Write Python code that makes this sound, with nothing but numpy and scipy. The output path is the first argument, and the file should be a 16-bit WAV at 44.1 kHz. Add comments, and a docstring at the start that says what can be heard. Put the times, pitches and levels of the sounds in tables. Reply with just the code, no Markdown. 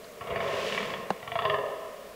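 """Fallow buck in a beech wood

Out among the trees a buck groans three times: slow, rattling pulses of the larynx ring in his long
throat and echo among the trunks, where antlers clack twice. Nearer the microphone dry leaves rustle
up and die away, a foot falls softly and something wooden knocks close by. Thin bird notes carry
from far off at the start. One microphone, with a little hiss of its own."""
import sys
import numpy as np
from scipy import signal
from scipy.fft import rfft, irfft
from scipy.io import wavfile

SR = 44100
rng = np.random.default_rng(int(sys.argv[2]) if len(sys.argv) > 2 else 0)


def bounce(signal):
    """Save signal as a 16-bit WAV file at the path given by the first command-line argument."""
    frames = np.transpose(np.atleast_2d(signal))
    limited = np.clip(frames, -1, 1)
    pcm = np.round(limited * 32767).astype(np.int16)
    wavfile.write(sys.argv[1], SR, pcm)


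N = 94815
TIME = np.arange(N) / SR

# Levels within a table are relative; t60 is the time to die away by 60 dB.
# the quiet wood and the microphone's hiss: f/Hz, level/dB
AIR_SPECTRUM = [(25, -9), (70, -9.5), (130, -10.5), (200, -1), (300, -8.5), (440, 1), (640, 5), (820, -14),
                (1100, -6.5), (1600, -12), (2500, -13), (4500, -18.5), (7000, -21), (10000, -22.5),
                (15500, -23)]
# far birds: t/s, length/s, f/Hz, level/dB
FAR_NOTES = [(0, 0.17, 6540, -66), (.036, 0.017, 4140, -51)]
# the leaves' dull body and bright hiss: f/Hz, level/dB
RUSTLE_SPECTRUM = [(30, -26), (90, -12), (190, -4.5), (300, -18.5), (410, 4.5), (560, 3.5), (800, -12),
                   (1100, -4), (1500, -15), (2200, -9.5), (4000, -34), (15000, -72)]
HISS_SPECTRUM = [(400, -18), (1500, -1.5), (2200, 0), (2800, 3), (4200, -5.5), (4750, -6), (6500, -12),
                 (10000, -23), (15000, -32)]
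# the swell of that body, that hiss and a low hollow ring alongside: t/s, level/dB
RUSTLE_SWELL = [(.15, -54), (.33, -33.5), (.45, -34), (.55, -33), (.69, -37), (.79, -37), (.9, -38.5),
                (1.05, -43), (1.2, -46), (1.35, -89)]
HISS_SWELL = [(.33, -79), (.42, -48), (.53, -41.5), (.69, -37.5), (.79, -40), (.9, -45.5), (1.05, -56),
              (1.15, -97)]
HOLLOW_SWELL = [(.3, -93), (.7, -45.5), (.85, -46), (1.0, -47.5), (1.2, -80)]
# the flapping of the larynx, one list a groan: t/s, rate/Hz
LARYNX_RATES = [
    [(.2088, 30.4), (.28, 34.5), (.33, 14.1), (.40, 25.9), (.47, 27.7), (.53, 37.7), (.61, 29.3)],
    [(.6667, 27), (.72, 43.8), (.77, 33.8), (.86, 45.3), (.93, 24.5), (.99, 24.2)],
    [(1.2268, 18.9), (1.31, 24.8), (1.39, 30.8), (1.445, 33.1), (1.46, 20.7), (1.5, 22), (1.545, 23.4),
     (1.6, 21)],
]
# the effort behind each groan: t/s, level/dB
GROAN_EFFORTS = [
    [(.21, -3.5), (.24, -15), (.27, -3), (.31, 0.5), (.36, 3), (.41, 5.5), (.46, -5), (.53, -1), (.6, -11)],
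    [(.667, -9.5), (.725, -0.5), (.78, -1), (.87, -8.5), (.94, -1.5), (.98, -20)],
    [(1.227, -14.5), (1.275, -9), (1.317, -6.5), (1.355, -4), (1.39, -1.5), (1.423, -6.5), (1.452, 2.5),
     (1.5, 2.5), (1.542, -3.5), (1.6, -16)],
]
# the voice of each groan: level/dB, throat lengthening/share, treble tilt at start and at end/(dB per
# decade), chest level/dB, rasp decay/s
GROAN_VOICES = [(-1, 0.082, 0.67, 4, 5, .011), (-1, 0.024, 16, 17, -7, 0.0028),
                (8.5, 0.18, 4.2, 0, 2.5, 0.0037)]
# the buck's throat resonances and chest thump: f/Hz, level/dB, t60/s
THROAT_MODES = [(423, -15.5, 0.11), (657, 0, 0.069), (1064.4, -0.5, 0.063), (1287, -8.5, 0.066),
                (1840, -4, 0.028), (2224, -7, 0.016), (2800, -7, 0.016), (3006, -12.5, 0.035),
                (3423, -5, 0.011), (4220, -24.5, 0.0084), (4620, -13, 0.013)]
CHEST_MODES = [(75.5, -25, 0.13), (150, -12, 0.03)]
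# the colour of the wood's echo: f/Hz, level/dB
ECHO_SPECTRUM = [(100, -2), (200, -4), (300, 4), (430, 15.5), (620, 1), (820, -4), (1050, -0.5),
                 (1500, -6.5), (2000, -3.5), (3500, -10.5), (8000, -10)]
# how long it hangs among the trees: f/Hz, t60/s
ECHO_DECAY = [(100, 0.41), (450, 1.45), (1100, 1.56), (2500, 1.6), (8000, 1.7)]
# contacts of foot, antlers and knock: t/s, level/dB
FOOT_CONTACTS = [(.322, -39)]
ANTLER_CONTACTS = [(.359, -49), (.7772, -33.5)]
WOOD_CONTACTS = [(1.1043, -18), (1.1068, -25.5), (1.1105, -34.5)]
# the bodies they set ringing: f/Hz, level/dB, t60/s
GROUND_MODES = [(60, -2, .12), (117, 0.2, 0.072)]
ANTLER_MODES = [(1100, -29, 0.023), (1720, 3.5, 0.013), (2005, 4, 0.049), (2305, 3.5, 0.14),
                (2910, 4, 0.024), (4430, -33, .015)]
WOOD_MODES = [(191, -5.5, 0.087), (407, 0, 0.012), (613, 9.5, 0.0091), (833, 12, 0.004), (1455, -12, 0.035),
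              (1685, -12, 0.014), (2840, -14.5, 0.017), (4070, -11, 0.004), (6660, -21, 0.0066),
              (8200, -23, 0.0059)]


def from_db(db):
    """Decibels to gain."""
    return 10 ** (np.asarray(db) / 20)


def rms_one(x):
    """Scale to rms 1."""
    return x / np.sqrt(np.mean(x ** 2) + 1e-20)


def at_hz(points, hz):
    """Read a table on a log-frequency axis."""
    f, v = np.transpose(points)
    return np.interp(np.log(np.maximum(hz, 1)), np.log(f), v)


def swell(points):
    """Gain over time from rows of t/s, level/dB."""
    return from_db(np.interp(TIME, *np.transpose(points)))


def coloured(x, spectrum):
    """Give a noise its spectrum, at rms 1."""
    hz = np.arange(N // 2 + 1) * SR / N
    return rms_one(irfft(rfft(x) * from_db(at_hz(spectrum, hz)), N))


def cut(x, hz, kind, order=2):
    """Butterworth low- or high-pass."""
    return signal.sosfilt(signal.butter(order, hz, kind, fs=SR, output="sos"), x)


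def add(out, s, x):
    """Mix a short sound in at s seconds."""
    i = int(np.clip(s * SR, 0, N - 1))
    out[i:i + len(x)] += x[:N - i]


def struck(modes, pitch=1, tilt=0, scatter_db=0, size=8000):
    """Modes ring after one impulse; neighbours swing in opposite senses."""
    hz, db, t60 = np.transpose(modes)
    t = TIME[:size, None]
    db = db + tilt * np.log10(hz / 1000) + scatter_db * rng.standard_normal(hz.shape)
    rings = from_db(db - 60 * t / t60) * np.sin(2 * np.pi * hz * pitch * t)
    return rings @ (-1.) ** np.arange(len(hz))


def burst(share, decay_s, size=3000):
    """An impulse followed by a dying puff of noise."""
    puff = rng.standard_normal(size) * np.exp(-TIME[:size] / decay_s)
    puff *= share / np.linalg.norm(puff)
    puff[0] += 1
    return puff


def blows(contacts, modes, grit, grit_s):
    """Gritty contacts on one ringing body."""
    out = np.zeros(N)
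    for s, db in contacts:
        add(out, s, from_db(db) * signal.fftconvolve(struck(modes), burst(grit, grit_s)))
    return out


def air(db=-47):
    """The steady bed: quiet wood and microphone hiss."""
    return from_db(db) * coloured(rng.standard_normal(N), AIR_SPECTRUM)


def birds(width_hz=770):
    """Thin notes, blurred by distance into narrow bands of noise."""
    out = np.zeros(N)
    for s, length, hz, db in FAR_NOTES:
        peak = signal.iirpeak(hz, hz / width_hz, fs=SR)
        note = rms_one(signal.lfilter(*peak, signal.lfilter(*peak, rng.standard_normal(N))))
        size = int(length * SR)
        add(out, s, from_db(db) * note[:size] * np.hanning(size))
    return out


def leaves(crackles_per_s=1000, crackle_share=.5, hollow_hz=196.8, width_hz=35):
    """Near the microphone: dry leaves rustle dully, hiss and crackle, while a low hollow ring swells and fades
    alongside."""
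    crackles = (rng.random(N) < crackles_per_s / SR) * rng.standard_normal(N)
    hiss = coloured(rng.standard_normal(N) + crackle_share * rms_one(crackles), HISS_SPECTRUM)
    rustle = coloured(rng.standard_normal(N), RUSTLE_SPECTRUM)
    peak = signal.iirpeak(hollow_hz, hollow_hz / width_hz, fs=SR)
    hollow = rms_one(signal.lfilter(*peak, rng.standard_normal(N)))
    return swell(RUSTLE_SWELL) * rustle + swell(HISS_SWELL) * hiss + swell(HOLLOW_SWELL) * hollow


def larynx_flap(rasp_s, rasp_to_slap=1.9, rise_s=0.00016, size=3000):
    """One opening of the larynx: a slap and a rasping puff of air that swells and dies."""
    t = TIME[:size]
    spectrum = rfft(rng.standard_normal(size) * np.exp(-t / rasp_s))
    puff = irfft(spectrum / (np.abs(spectrum) + 1e-9) ** .5, size)   # evens out the colour
    puff *= (1 - np.exp(-t / rise_s)) * (1 - t / t[-1])
    puff *= rasp_to_slap / np.linalg.norm(puff)
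    puff[0] += 1   # the slap
    return puff / np.linalg.norm(puff)


def groan(rates, efforts, voice, trim_db=-29.5, shimmer_db=0.15, scatter_db=1.5):
    """Slow pulses ring throat and chest; the throat lengthens as the larynx is pulled down."""
    s, rate = np.transpose(rates)
    db, lengthening, tilt_from, tilt_to, chest_db, rasp_s = voice
    t = np.arange(s[0], s[-1], 1 / SR)
    cycles = np.cumsum(np.interp(t, s, rate)) / SR
    pulse_times = np.interp(np.arange(int(cycles[-1]) + 1), cycles, t)
    sink = 1 / (1 + (np.array(THROAT_MODES)[:, 0] / 2040) ** 4)   # resonances below 2040 Hz sink most
    out = np.zeros(N)
    for at in pulse_times:
        progress = (at - s[0]) / (s[-1] - s[0])
        effort_db = np.interp(at, *np.transpose(efforts))
        pitch = 1 - lengthening * sink * (progress - .5)
        tilt = tilt_from + progress * (tilt_to - tilt_from)
        throat = struck(THROAT_MODES, pitch, tilt, scatter_db)
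        # harder pulses carry more chest, and the hardest reach higher
        chest = from_db(chest_db + 0.13 * effort_db) * struck(CHEST_MODES, scatter_db=scatter_db)
        top_hz = 4130 + 135 * max(effort_db, 0)
        gain = from_db(trim_db + db + effort_db - shimmer_db * rng.standard_normal())
        pulse = signal.fftconvolve(throat + chest, larynx_flap(rasp_s))
        add(out, at, gain * cut(pulse, top_hz, "low", order=8))
    return cut(out, hz=47, kind="high")


def forest(x, build_s=0.026, trunks_db=-4.5, trunks_s=0.035, dip_hz=324):
    """On the way to the microphone near trunks scatter, far ones echo and soft ground cuts a low band."""
    hz = np.arange(N // 2 + 1) * SR / N
    white, echo = rfft(rng.standard_normal(N)), np.zeros(N)
    edges_hz = np.geomspace(40, 16000, 19)
    for low, high in zip(edges_hz, edges_hz[1:]):
        centre = np.sqrt(low * high)
        band = irfft(white * (hz >= low) * (hz < high), N)
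        shape = from_db(-60 * TIME / at_hz(ECHO_DECAY, centre)) * (1 - np.exp(-TIME / build_s))
        echo += from_db(at_hz(ECHO_SPECTRUM, centre)) * band * shape / np.linalg.norm(shape)
    add(echo, 0, burst(from_db(trunks_db), trunks_s))   # direct sound and near trunks
    ground_dip = signal.iirnotch(dip_hz, Q=6.6, fs=SR)
    return signal.lfilter(*ground_dip, signal.fftconvolve(x, echo)[:N])


def footfall():
    """A soft step thuds in the ground."""
    return blows(FOOT_CONTACTS, GROUND_MODES, grit=0.22, grit_s=0.011)


def antlers():
    """Antlers meet twice and ring briefly, harder the second time."""
    return blows(ANTLER_CONTACTS, ANTLER_MODES, grit=0.28, grit_s=0.003)


def knock():
    """Close by, three quick contacts on wood merge into one knock."""
    return cut(blows(WOOD_CONTACTS, WOOD_MODES, grit=0.67, grit_s=0.0035), hz=130, kind="high")


def scene():
    """Buck and antlers out among the trees; knock, step and leaves nearer, without echo."""
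    buck = sum(groan(*parts) for parts in zip(LARYNX_RATES, GROAN_EFFORTS, GROAN_VOICES))
    clacks = antlers()
    direct = 0.48 * clacks + knock() + footfall()
    bed = air()
    among_trees = forest(buck + 0.78 * clacks)
    return (among_trees + direct + leaves() + birds() + bed)[None]


def record(dry, cutoff_hz=15700):
    """The microphone's signal, with the top cut steeply."""
    return signal.sosfilt(signal.ellip(12, .1, 80, cutoff_hz, fs=SR, output="sos"), dry)


dry = scene()
out = record(dry)
bounce(out)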